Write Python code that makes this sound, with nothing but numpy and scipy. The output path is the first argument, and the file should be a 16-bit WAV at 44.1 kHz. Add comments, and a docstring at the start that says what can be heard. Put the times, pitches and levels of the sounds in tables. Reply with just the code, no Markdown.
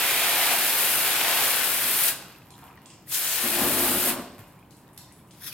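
"""In an echoing garage with a low hum, a hose nozzle already sprays a car wheel: broadband turbulence
hisses, and random droplet impacts patter on the alloy rim and excite the modes of its hollow and spokes.
The jet stops; water runs off, bubble pops and bright ticks ring briefly, drips chirp upward on wet concrete.
The trigger clicks; a second spray drums on the tyre and rings the wheel arch in a nearly pure tone.
Water drips again, and at the end a sleeve swishes as friction grains and a zip of weave ribs."""
import sys
import numpy as np
from scipy import signal
from scipy.fft import rfft, irfft, next_fast_len
from scipy.io import wavfile

SR = 44100
rng = np.random.default_rng(int(sys.argv[2]) if len(sys.argv) > 2 else 0)


def materialize(psi):
    """Save the field psi as 16-bit PCM at rate SR to the path in sys.argv[1].

    A 1-D psi becomes a single channel; in a 2-D psi each row is a channel.
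    """
    bounded = np.clip(np.atleast_2d(psi).T, -1, 1)
    quanta = np.round(bounded * 32767).astype(np.int16)
    wavfile.write(sys.argv[1], SR, quanta)


N = 243927

# trigger of the nozzle: (starts to open [s], starts to close [s], rim patter with the jet square on [dB])
SPRAYS = [(-0.2, 2.087, -24.5), (3.051, 4.093, -28.5)]


def from_db(db):
    """Amplitude gain is ten to the power of a twentieth of the decibels."""
    return 10 ** (np.asarray(db) / 20)


def pan(db):
    """A level difference, left minus right, is shared equally between the channels."""
    return from_db(db * np.array([[.5], [-.5]]))


def rms_one(x):
    """Dividing by the root mean square gives unit power."""
    return x / np.sqrt(np.mean(x ** 2) + 1e-20)


def in_time(rows):
    """Linear interpolation gives each column of a curve at every sample."""
    s, *columns = np.transpose(rows)
    return [np.interp(np.arange(N) / SR, s, column) for column in columns]


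def at_hz(points, hz):
    """Interpolation on a log-frequency axis reads a table at any frequency."""
    f, value = np.transpose(points)
    return np.interp(np.log(hz + 1), np.log(f), value)


def drift(rate):
    """Interpolated random knots, rate per second, make a slow fluctuation."""
    knots = rng.standard_normal(4000)
    return np.interp(np.arange(N) / SR * rate, np.arange(len(knots)), knots)


def swell(s, db, sigma_s):
    """A Gaussian envelope raises and lowers the gain around one moment."""
    return from_db(db) * np.exp(-.5 * ((np.arange(N) / SR - s) / sigma_s) ** 2)


def delayed(x, seconds):
    """Travel time shifts a signal without changing its shape."""
    return np.interp(np.arange(N) - seconds * SR, np.arange(N), x)


def colour(x, spectrum):
    """Folding the cepstrum gives the causal minimum-phase filter of a spectrum; unit power."""
    hz = np.fft.rfftfreq(2 ** 13, 1 / SR)
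    cepstrum = irfft(np.log(from_db(at_hz(spectrum, hz))))
    cepstrum[1:len(hz) - 1] *= 2
    cepstrum[len(hz):] = 0
    response = irfft(np.exp(rfft(cepstrum)))
    return rms_one(signal.oaconvolve(x, response[None], axes=1)[:, :N])


def spread(mid, side):
    """Interchannel correlation set by frequency: alike in the bass, least alike near 6 kHz."""
    # likeness of the channels: (frequency [Hz], correlation [1])
    likeness = [(100, 1), (350, 0.95), (700, 0.88), (1400, 0.72), (2900, 0.7), (3700, 0.42), (5000, 0.21),
                (6200, 0.14), (7200, 0.42), (8500, 0.75), (15000, 0.57)]
    size = next_fast_len(len(mid))
    alike = np.clip(at_hz(likeness, np.fft.rfftfreq(size, 1 / SR)), -.99, .995)
    common = np.sqrt(1 + alike) * rfft(mid, size)
    opposed = np.sqrt(1 - alike) * rfft(side, size) * [[1], [-1]]
    return irfft(common + opposed, size)[:, :len(mid)] / np.sqrt(2)


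def droplets(per_s, size_db, clump_db, clump_rate):
    """Random impulses are impacts of uneven size, in clumps, each at its own place; unit power."""
    hits = (rng.random(N) < per_s / SR) * rng.choice([-1, 1], N)
    sizes = size_db * np.clip(rng.standard_normal(N), -2, 2)
    hits = hits * from_db(sizes + clump_db * drift(clump_rate))
    return rms_one(spread(hits, hits * rng.standard_normal(N)))


def resonate(x, modes):
    """Modal superposition: parallel two-pole resonances of alternating sign; unit power."""
    out = 0
    for k, (hz, width, db) in enumerate(modes):
        r = np.exp(-np.pi * width / SR)
        poles = [1, -2 * r * np.cos(2 * np.pi * hz / SR), r * r]
        mode = (1 - r * r) * signal.lfilter([1, 0, -1], poles, x)
        out = out + (-1) ** k * from_db(db) * mode
    return rms_one(out)


def hum(level_db=-52.5):
    """Stationary coloured noise fills the garage as a steady low rumble."""
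    # spectrum: (frequency [Hz], level per Hz [dB])
    rumble = [(20, -29), (45, -13), (70, -8), (100, -4.5), (125, 0.5), (175, -2), (230, -8), (310, -6),
              (420, -13.5), (750, -16.5), (1000, -18), (1500, -24), (3000, -31), (6000, -42), (16000, -35)]
    return from_db(level_db) * colour(spread(*rng.standard_normal((2, N))), rumble)


def garage(x, first_echo_s=0.0045):
    """Diffuse reverberation off concrete: dense echoes decay exponentially, the top treble fastest."""
    # reverberation: (frequency [Hz], time to fall by 60 dB [s])
    decay = [(125, 0.83), (500, 0.93), (2000, 0.51), (5000, 0.69), (10000, 0.36), (16000, 0.26)]
    hz, t, cells = signal.stft(spread(*rng.standard_normal((2, SR))), SR)
    t60 = at_hz(decay, hz)[:, None]
    tail = signal.istft(cells * from_db(-60 * t / t60), SR)[1]
    # the echoes fade in around the first one
    tail = tail * np.clip(np.arange(tail.shape[1]) / SR / first_echo_s - .5, 0, 1)
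    tail /= np.sqrt(np.sum(tail ** 2) / 2)
    return signal.fftconvolve(x.mean(axis=0)[None], tail, axes=1)[:, :N]


def wandering(x, wander_s=0.0007, rate=5.0):
    """A changing path length varies the delay to the walls as the hand moves."""
    read = np.arange(N) - wander_s * SR * drift(rate)
    return x[:, np.clip(read, 0, N - 1).astype(int)]


def handling():
    """Friction as random grains: shoe and hand scuffs and a sleeve's swish under short swells."""
    # sleeve spectrum: (frequency [Hz], level per Hz [dB])
    sleeve = [(590, -46), (1000, -21), (1200, -15), (1890, -12), (2310, -14), (2500, -11), (2910, -21),
              (3380, -5), (4210, -13), (5440, -7.5), (7700, -20), (11300, -5), (16000, -13)]
    # the arm reaches for the tyre: (time [s], level [dB], bell sigma [s])
    swishes = [(5.43, -51, 0.04), (5.468, -37, 0.03), (5.53, -40, 0.007)]
    # shoes and hand: (time [s], level [dB], bell sigma [s], frequency [Hz], width [Hz], pitch glide [1/s])
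    scuffs = [(2.637, -50, 0.011, 880, 700, 0.5), (2.666, -50, 0.011, 730, 600, 0),
              (2.723, -56, 0.043, 850, 1100, 1), (4.392, -44, 0.016, 120, 50, -5),
              (5.253, -57, 0.01, 960, 400, -4), (5.113, -63, 0.028, 2030, 500, 3.5),
              (5.424, -49, 0.0065, 1590, 300, -1), (5.527, -37.5, 0.0045, 2480, 300, -1)]
    t = np.arange(N) / SR
    grains = droplets(9000, size_db=2.0, clump_db=3.0, clump_rate=200)
    grit = droplets(1500, size_db=2.0, clump_db=2.5, clump_rate=200)
    out = sum(swell(*swish) for swish in swishes) * colour(grains, sleeve) * pan(4)
    for s, db, sigma_s, hz, width, glide in scuffs:
        mode = [(hz, width, 0)]
        rub = resonate(resonate(grit, mode), mode)
        # a quadratic time warp makes the pitch glide
        warped_t = t + glide * (t - s) ** 2 / 2
        out += swell(s, db, sigma_s) * [np.interp(warped_t, t, channel) for channel in rub]
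    return out


def weave(rough=0.03, jitter_rate=500, flicker_db=3.0, flicker_rate=110):
    """Periodic friction: ribs of the sleeve rub in a rough, flickering zip that follows the arm's speed."""
    # passing ribs: (time [s], rib rate [1/s])
    ribs = [(5.42, 1700), (5.452, 1950), (5.468, 1850), (5.482, 1720), (5.5, 1580), (5.53, 1420)]
    # multiples of the rib rate from the first: (level [dB])
    harmonics = [-3, -1, 3, -6]
    ribs_hz, = in_time(ribs)

    def rubbing():
        turns = np.cumsum(ribs_hz * (1 + rough * drift(jitter_rate))) / SR
        return sum(from_db(db + flicker_db * drift(flicker_rate)) * np.sin(2 * np.pi * k * turns)
                   for k, db in enumerate(harmonics, 1))

    return swell(5.485, -45, 0.032) * rms_one(spread(rubbing(), rubbing()))


def short_rings(faint_db=-57, spread_db=4.0, faint_hz=2700, spread_octaves=0.44, count=110):
    """Damped oscillation, rising in pitch; faint random bubble pops lie among clear pops, ticks and a click."""
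    # clear short rings: bubble pops, bright ticks of drips, and the click of the trigger at 3.074 s:
    # (time [s], level [dB], frequency [Hz])
    clear = [(2.318, -42, 4260), (2.351, -42, 2550), (2.385, -38, 13100), (2.42, -44, 2510),
             (2.458, -43, 12500), (2.488, -45, 12000), (2.54, -42, 3200), (2.553, -44, 3700),
             (2.592, -41, 10200), (2.632, -47, 3450), (2.68, -46, 2900), (2.71, -47, 2450),
             (2.738, -49, 2300), (2.756, -41, 13500), (2.777, -41, 1850), (2.859, -45, 3400),
             (2.906, -46, 2900), (3.074, -46, 1850), (4.32, -43, 8000), (4.353, -49, 2810),
             (4.389, -40.5, 12300), (4.393, -44, 7700), (4.441, -48, 2710), (4.571, -56, 1870),
             (4.589, -53, 2340), (4.591, -49, 9500), (4.628, -48, 2400), (4.789, -58, 2600),
             (4.89, -53, 3600), (4.978, -27, 10900), (4.979, -45, 2940), (5.047, -50, 3200),
             (5.193, -53, 3300)]
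    fade_cycles, rise = 6, 0.026  # cycles to fade by 1/e; share by which the pitch rises meanwhile
    times = rng.uniform(0, N / SR, count)
    chance = np.clip(rng.standard_normal((count, 2)), -2, 2)
    faint_levels = faint_db + spread_db * chance[:, 0]
    faint_pitches = faint_hz * 2 ** (spread_octaves * chance[:, 1])
    out, age = np.zeros(N + SR), np.arange(SR // 20) / SR
    for s, db, hz in [*clear, *zip(times, faint_levels, faint_pitches)]:
        faded = age * hz / fade_cycles
        ring = np.sin(2 * np.pi * hz * age * (1 + rise * faded / 2))
        at = int(s * SR)
        out[at:at + len(age)] += from_db(db) * np.exp(-faded) * ring
    return np.array([out[:N], out[:N]])


def runoff():
    """Sparse random impacts crackle as water drains, strongest just after each spray."""
    # spectrum: (frequency [Hz], level per Hz [dB])
    crackle = [(300, -20), (700, -7.5), (1200, -1.5), (1900, -3.5), (2600, -5.5), (4000, -12.5),
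               (6500, -13.5), (10000, -12.5), (13500, -5.5), (16000, -19)]
    # puddle resonances: (frequency [Hz], width [Hz], level [dB])
    puddle_modes = [(770, 150, -5.5), (1014, 106, -1.5)]
    gush_db, gush_fall_db_per_s, trickle_db, puddle_db = -43.5, 75, -70, -68.5
    t = np.arange(N) / SR
    gush = sum((t > closes) * from_db(gush_db - gush_fall_db_per_s * np.abs(t - closes))
               for _, closes, _ in SPRAYS)
    dribble = swell(2.68, -64.5, 0.096)  # a pocket of water empties late
    water = gush + from_db(trickle_db) + dribble
    # the trickle patters into a puddle
    plops = droplets(70, size_db=2.5, clump_db=5.5, clump_rate=14)
    puddle = from_db(puddle_db) * resonate(plops, puddle_modes)
    return water * colour(droplets(110, size_db=6.0, clump_db=2.0, clump_rate=43), crackle) + puddle


def drips(spatter_db=1.0, plip_db=-4.5, bend=1.35, grain_db=6.5):
    """A rising chirp convolved with decaying noise: each plip is followed by an uneven spatter."""
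    # drips on the wet floor: (time [s], level [dB], start frequency [Hz], end frequency [Hz],
    # plip length [s], left minus right [dB], spatter fade by 1/e [s])
    falls = [(2.504, -40.5, 2480, 13100, 0.0025, 1, .004), (2.773, -43, 1500, 5540, 0.0013, 2, 0.0045),
             (2.856, -41.5, 2180, 10300, 0.0057, -2, 0.0082), (2.876, -58, 4230, 10100, 0.0036, -5, .012),
             (2.901, -43, 2000, 10400, 0.0039, 1, .01), (4.476, -45, 7200, 15200, 0.00084, 3, .012),
             (4.707, -46.5, 2980, 13950, 0.003, 8, 0.017), (4.767, -46, 5950, 15000, 0.0013, 2, .006),
             (4.932, -44, 7000, 15000, 0.0012, 4, .006), (4.976, -31, 2240, 15600, 0.0013, -4, 0.0055),
             (5.123, -42.5, 7000, 12000, 0.0015, 6, 0.0046), (5.18, -48, 9000, 14000, .002, 0, .012),
             (5.273, -48, 6000, 15500, .001, 0, 0.0093), (5.308, -41.5, 2200, 11500, 0.004, 2, .006),
             (5.348, -52, 9000, 14500, .001, 0, .004)]
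    out, after = np.zeros((2, N)), np.arange(SR // 12) / SR
    for s, db, start_hz, end_hz, length, pan_db, fade_s in falls:
        age = np.arange(int(length * SR)) / SR
        hz = start_hz + (end_hz - start_hz) * (age / length) ** bend
        plip = np.sin(2 * np.pi * np.cumsum(hz) / SR) * signal.windows.tukey(len(age), .25)
        grains = from_db(grain_db * np.minimum(rng.exponential(1, len(after)), 5))
        sizes = np.exp(-after / fade_s) * grains
        spatter = spread(*rng.standard_normal((2, len(after))) * sizes)
        spatter = spatter * from_db(spatter_db) / np.linalg.norm(sizes)
        spatter[:, 0] += from_db(plip_db)  # the plip itself comes first
        splash = signal.fftconvolve(plip[None], spatter, axes=1)
        at = int(s * SR)
        out[:, at:at + splash.shape[1]] += from_db(db) * pan(pan_db) * splash
    return out


def drone(wander=0.0042, wander_rate=8, flutter_db=2.5, flutter_rate=30):
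    """Sustained excitation: the jet keeps the arch's main mode ringing in a nearly pure, swaying tone."""
    # ringing of the main mode: (time [s], level [dB])
    arch_ring = [(3.37, -56), (3.38, -63), (3.45, -36), (3.52, -46), (3.564, -32), (3.634, -41),
                 (3.68, -27), (3.71, -47), (3.842, -30.5), (3.882, -44), (3.968, -30.5), (3.994, -44),
                 (4.164, -37), (4.27, -59)]
    mode_hz = 351
    s, db = np.transpose(arch_ring)
    level_db = np.interp(np.arange(N) / SR, s, db, left=-200, right=-200)
    turns = np.cumsum(mode_hz * (1 + wander * drift(wander_rate))) / SR
    tone = np.sqrt(2) * np.sin(2 * np.pi * turns)
    return tone * from_db(level_db + flutter_db * drift(flutter_rate)) * pan(3.5)


def valve(opens, closes):
    """Valve law: the flow of one spray grows with the square of the valve's travel."""
    t = np.arange(N) / SR
    open_s, close_s = 0.092, 0.078  # travel times
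    travel = np.minimum((t - opens) / open_s, 1 - (t - closes) / close_s)
    return np.clip(travel, 0, 1) ** 2


def tyre_and_arch(drumming):
    """Impact excitation: heavy drops drum on the tyre and ring the arch's modes; returns both."""
    # strike of the jet on the tyre: (time [s], level [dB])
    strike = [(0.02, -49), (2.03, -50), (2.06, -53), (3.2, -83), (3.398, -57), (3.43, -38), (3.462, -36),
              (3.512, -41.5), (3.578, -32.5), (3.976, -33), (3.996, -44), (4.11, -34.5), (4.2, -39),
              (4.27, -58)]
    # tyre spectrum: (frequency [Hz], level per Hz [dB])
    tyre_spectrum = [(20, -51), (35, -10), (50, -10), (75, -10), (125, -4), (190, -0.5), (255, 4.5),
                     (315, -1), (390, -2), (460, -1.5), (700, -9), (1200, -4.5), (3000, -34.5)]
    # arch resonances: (frequency [Hz], width [Hz], level [dB])
    arch_modes = [(258, 52, -1.5), (285, 7.3, 5), (571, 31, 0.5), (661, 15, -7)]
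    square_db, arch_follows = -41.5, 0.9  # below this strike the arch's share fades (dB per dB)
    drum_db = in_time(strike)[0]
    arch_db = drum_db + arch_follows * np.minimum(drum_db - square_db, 0)
    heavy = droplets(2500, size_db=1.5, clump_db=2.0, clump_rate=45)
    tyre = drumming * from_db(drum_db) * colour(heavy, tyre_spectrum)
    on_arch = droplets(2500, size_db=2.5, clump_db=4.0, clump_rate=30)
    arch = drumming * from_db(arch_db - 5.0) * resonate(on_arch, arch_modes)
    return tyre, arch


def rim(landing, pattering):
    """Impact excitation: drops patter on the alloy and ring the modes of its hollow and spokes."""
    # strike of the jet on the rim: (time [s], level [dB])
    strike = [(0.02, -35), (0.15, -38), (0.21, -34.5), (0.54, -33), (0.56, -38), (0.92, -39.5),
              (1.4, -33.5), (1.74, -48), (2.06, -47), (3.17, -53.5), (3.61, -33.5), (3.692, -41.5),
              (3.86, -33.5), (3.99, -44.5), (4.1, -34.5)]
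    # patter spectrum: (frequency [Hz], level per Hz [dB])
    patter_spectrum = [(100, -38.5), (300, -9), (550, -5), (1100, -3.5), (1500, 0), (2000, -1), (2500, 0.5),
                       (3300, -1.5), (4200, -4), (4900, -5.5), (8000, -11.5), (15000, -34)]
    # resonances of the hollow: (frequency [Hz], width [Hz], level [dB])
    hollow_modes = [(668.4, 20, 0), (734, 50, -1.5), (853, 110, -5.5), (1057, 51, -15)]
    # resonances of the spokes: (frequency [Hz], width [Hz], level [dB])
    spoke_modes = [(2100, 560, -3), (2455, 130, 2), (3130, 150, -4.5), (3730, 400, -5), (4050, 300, -5.5)]
    # the jet sweeps over the spokes: (time [s], level [dB], bell sigma [s])
    spoke_passes = [(0.128, -31, 0.1), (0.44, -34.5, 0.17), (1.2, -41, 0.2), (1.933, -39, 0.12)]
    patter_follows, hollow_follows = 0.31, 1.8  # dB per dB of the strike
    strike_db = in_time(strike)[0] + 33  # 0 dB when the jet is square on the rim
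    taps = droplets(9000, size_db=2.5, clump_db=0.7, clump_rate=150)
    patter = pattering * from_db(patter_follows * strike_db) * colour(taps, patter_spectrum)
    on_hollow = droplets(4000, size_db=5.0, clump_db=-0.5, clump_rate=29)
    hollow = landing * from_db(hollow_follows * strike_db - 33.0) * resonate(on_hollow, hollow_modes)
    on_spokes = droplets(5000, size_db=5.5, clump_db=1.5, clump_rate=35)
    passing = sum(swell(*sweep) for sweep in spoke_passes)
    spokes = landing * passing * resonate(on_spokes, spoke_modes)
    # the spokes hardly ring above 4500 Hz
    spokes = signal.sosfilt(signal.butter(6, 4500, fs=SR, output="sos"), spokes)
    return patter + hollow + spokes


def spitting(flow):
    """Intermittent flow: the nozzle spits coarse drops as it closes, and as it opens and a while after."""
    # spectrum: (frequency [Hz], level per Hz [dB])
    spit_spectrum = [(1500, -29), (3000, 4.5), (4500, 4), (7500, 6), (10000, -5), (15000, -1)]
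    # spits: (time [s], level [dB], hold [s], release [dB/s])
    spits = [(2.083, -29, 0.006, 702), (3.121, -33, 0.004, 605), (3.15, -30, 0.025, 300),
             (3.234, -31, 0.11, 81)]
    attack_db_per_s = 598
    t = np.arange(N) / SR
    gain = sum(from_db(db - attack_db_per_s * np.maximum(s - t, 0) - release * np.maximum(t - s - hold, 0))
               for s, db, hold, release in spits)
    coarse = droplets(5000, size_db=3.0, clump_db=2.5, clump_rate=130)
    return np.sqrt(flow) * gain * colour(coarse, spit_spectrum)


def mist(flow, mist_db, mic_lag_s=9e-6):
    """Dense random impulses fuse into broadband hiss; a later right channel gives a time difference."""
    # spectrum: (frequency [Hz], level per Hz [dB])
    mist_spectrum = [(1500, -37), (4000, -7), (6200, -10), (8000, -4.5), (10000, 0.5), (12500, 2),
                     (14500, 1), (16000, -5)]
    fine = droplets(26000, size_db=5.0, clump_db=1.0, clump_rate=280)
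    left, right = flow * from_db(mist_db + 3.0) * colour(fine, mist_spectrum)
    lag = np.exp(-2j * np.pi * np.fft.rfftfreq(N, 1 / SR) * mic_lag_s)
    return np.array([left, irfft(rfft(right) * lag, N)])


def spray(flight_s=0.0081, drum_lag_s=0.13, tyre_pan_db=1.5):
    """Time of flight: mist hisses at the nozzle, heavier drops land later on rim, tyre and arch."""
    # hiss as the hand moves the nozzle: (time [s], level [dB], left minus right [dB])
    nozzle = [(0.02, -27.5, 0.5), (0.71, -26, 1), (0.87, -24.5, 2), (1.24, -28.5, 2), (1.48, -25, 1.5),
              (1.63, -29, 4), (1.65, -26, 4), (1.81, -27.5, 2), (2.08, -23.5, 2.5), (3.15, -28, 3.5),
              (3.224, -30, 2), (3.398, -29.5, 5), (3.844, -25.5, 2), (3.998, -27, 2.5), (4.1, -24, 2)]
    mist_db, pan_db = in_time(nozzle)
    flow = sum(valve(opens, closes) for opens, closes, _ in SPRAYS)
    rim_flow = sum(from_db(db) * valve(opens, closes) for opens, closes, db in SPRAYS)
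    landing, pattering = delayed(flow, flight_s), delayed(rim_flow, flight_s)
    tyre, arch = tyre_and_arch(delayed(flow, drum_lag_s))
    moving = mist(flow, mist_db) + spitting(flow) + rim(landing, pattering) + arch
    return moving * pan(pan_db) + tyre * pan(tyre_pan_db)


def scene(spray_room_db=-8, drip_room_db=3, near_room_db=-8, drip_direct_db=-1, drip_db=-2.5):
    """Direct-to-reverberant ratio sets distance: spray, rings and sleeve near, drips mostly by the room."""
    jet = spray()
    water = from_db(drip_db) * drips() + runoff()
    near = handling() + weave() + short_rings()
    to_room = from_db(spray_room_db) * wandering(jet)
    to_room = to_room + from_db(drip_room_db) * water + from_db(near_room_db) * near
    direct = jet + drone() + from_db(drip_direct_db) * water + near
    return from_db(-0.95) * (direct + garage(to_room)) + hum()


def record(dry):
    """Port resonance makes the right microphone lag in phase from 3 to 7 kHz; the top is cut steeply."""
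    # phase lag of the right port: (frequency [Hz], lag [rad])
    port_lag = [(2670, 0.01), (3400, 0.63), (4400, 1.44), (5170, 1.5), (5900, 2.1), (7000, 0.01)]
    size, cutoff_hz = 2 ** 18, 15900
    lag = at_hz(port_lag, np.fft.rfftfreq(size, 1 / SR))
    right = irfft(rfft(dry[1], size) * np.exp(-1j * lag))[:N]
    low_pass = signal.ellip(12, .1, 80, cutoff_hz, fs=SR, output="sos")
    return signal.sosfilt(low_pass, [dry[0], right])


dry = scene()
out = record(dry)
materialize(out)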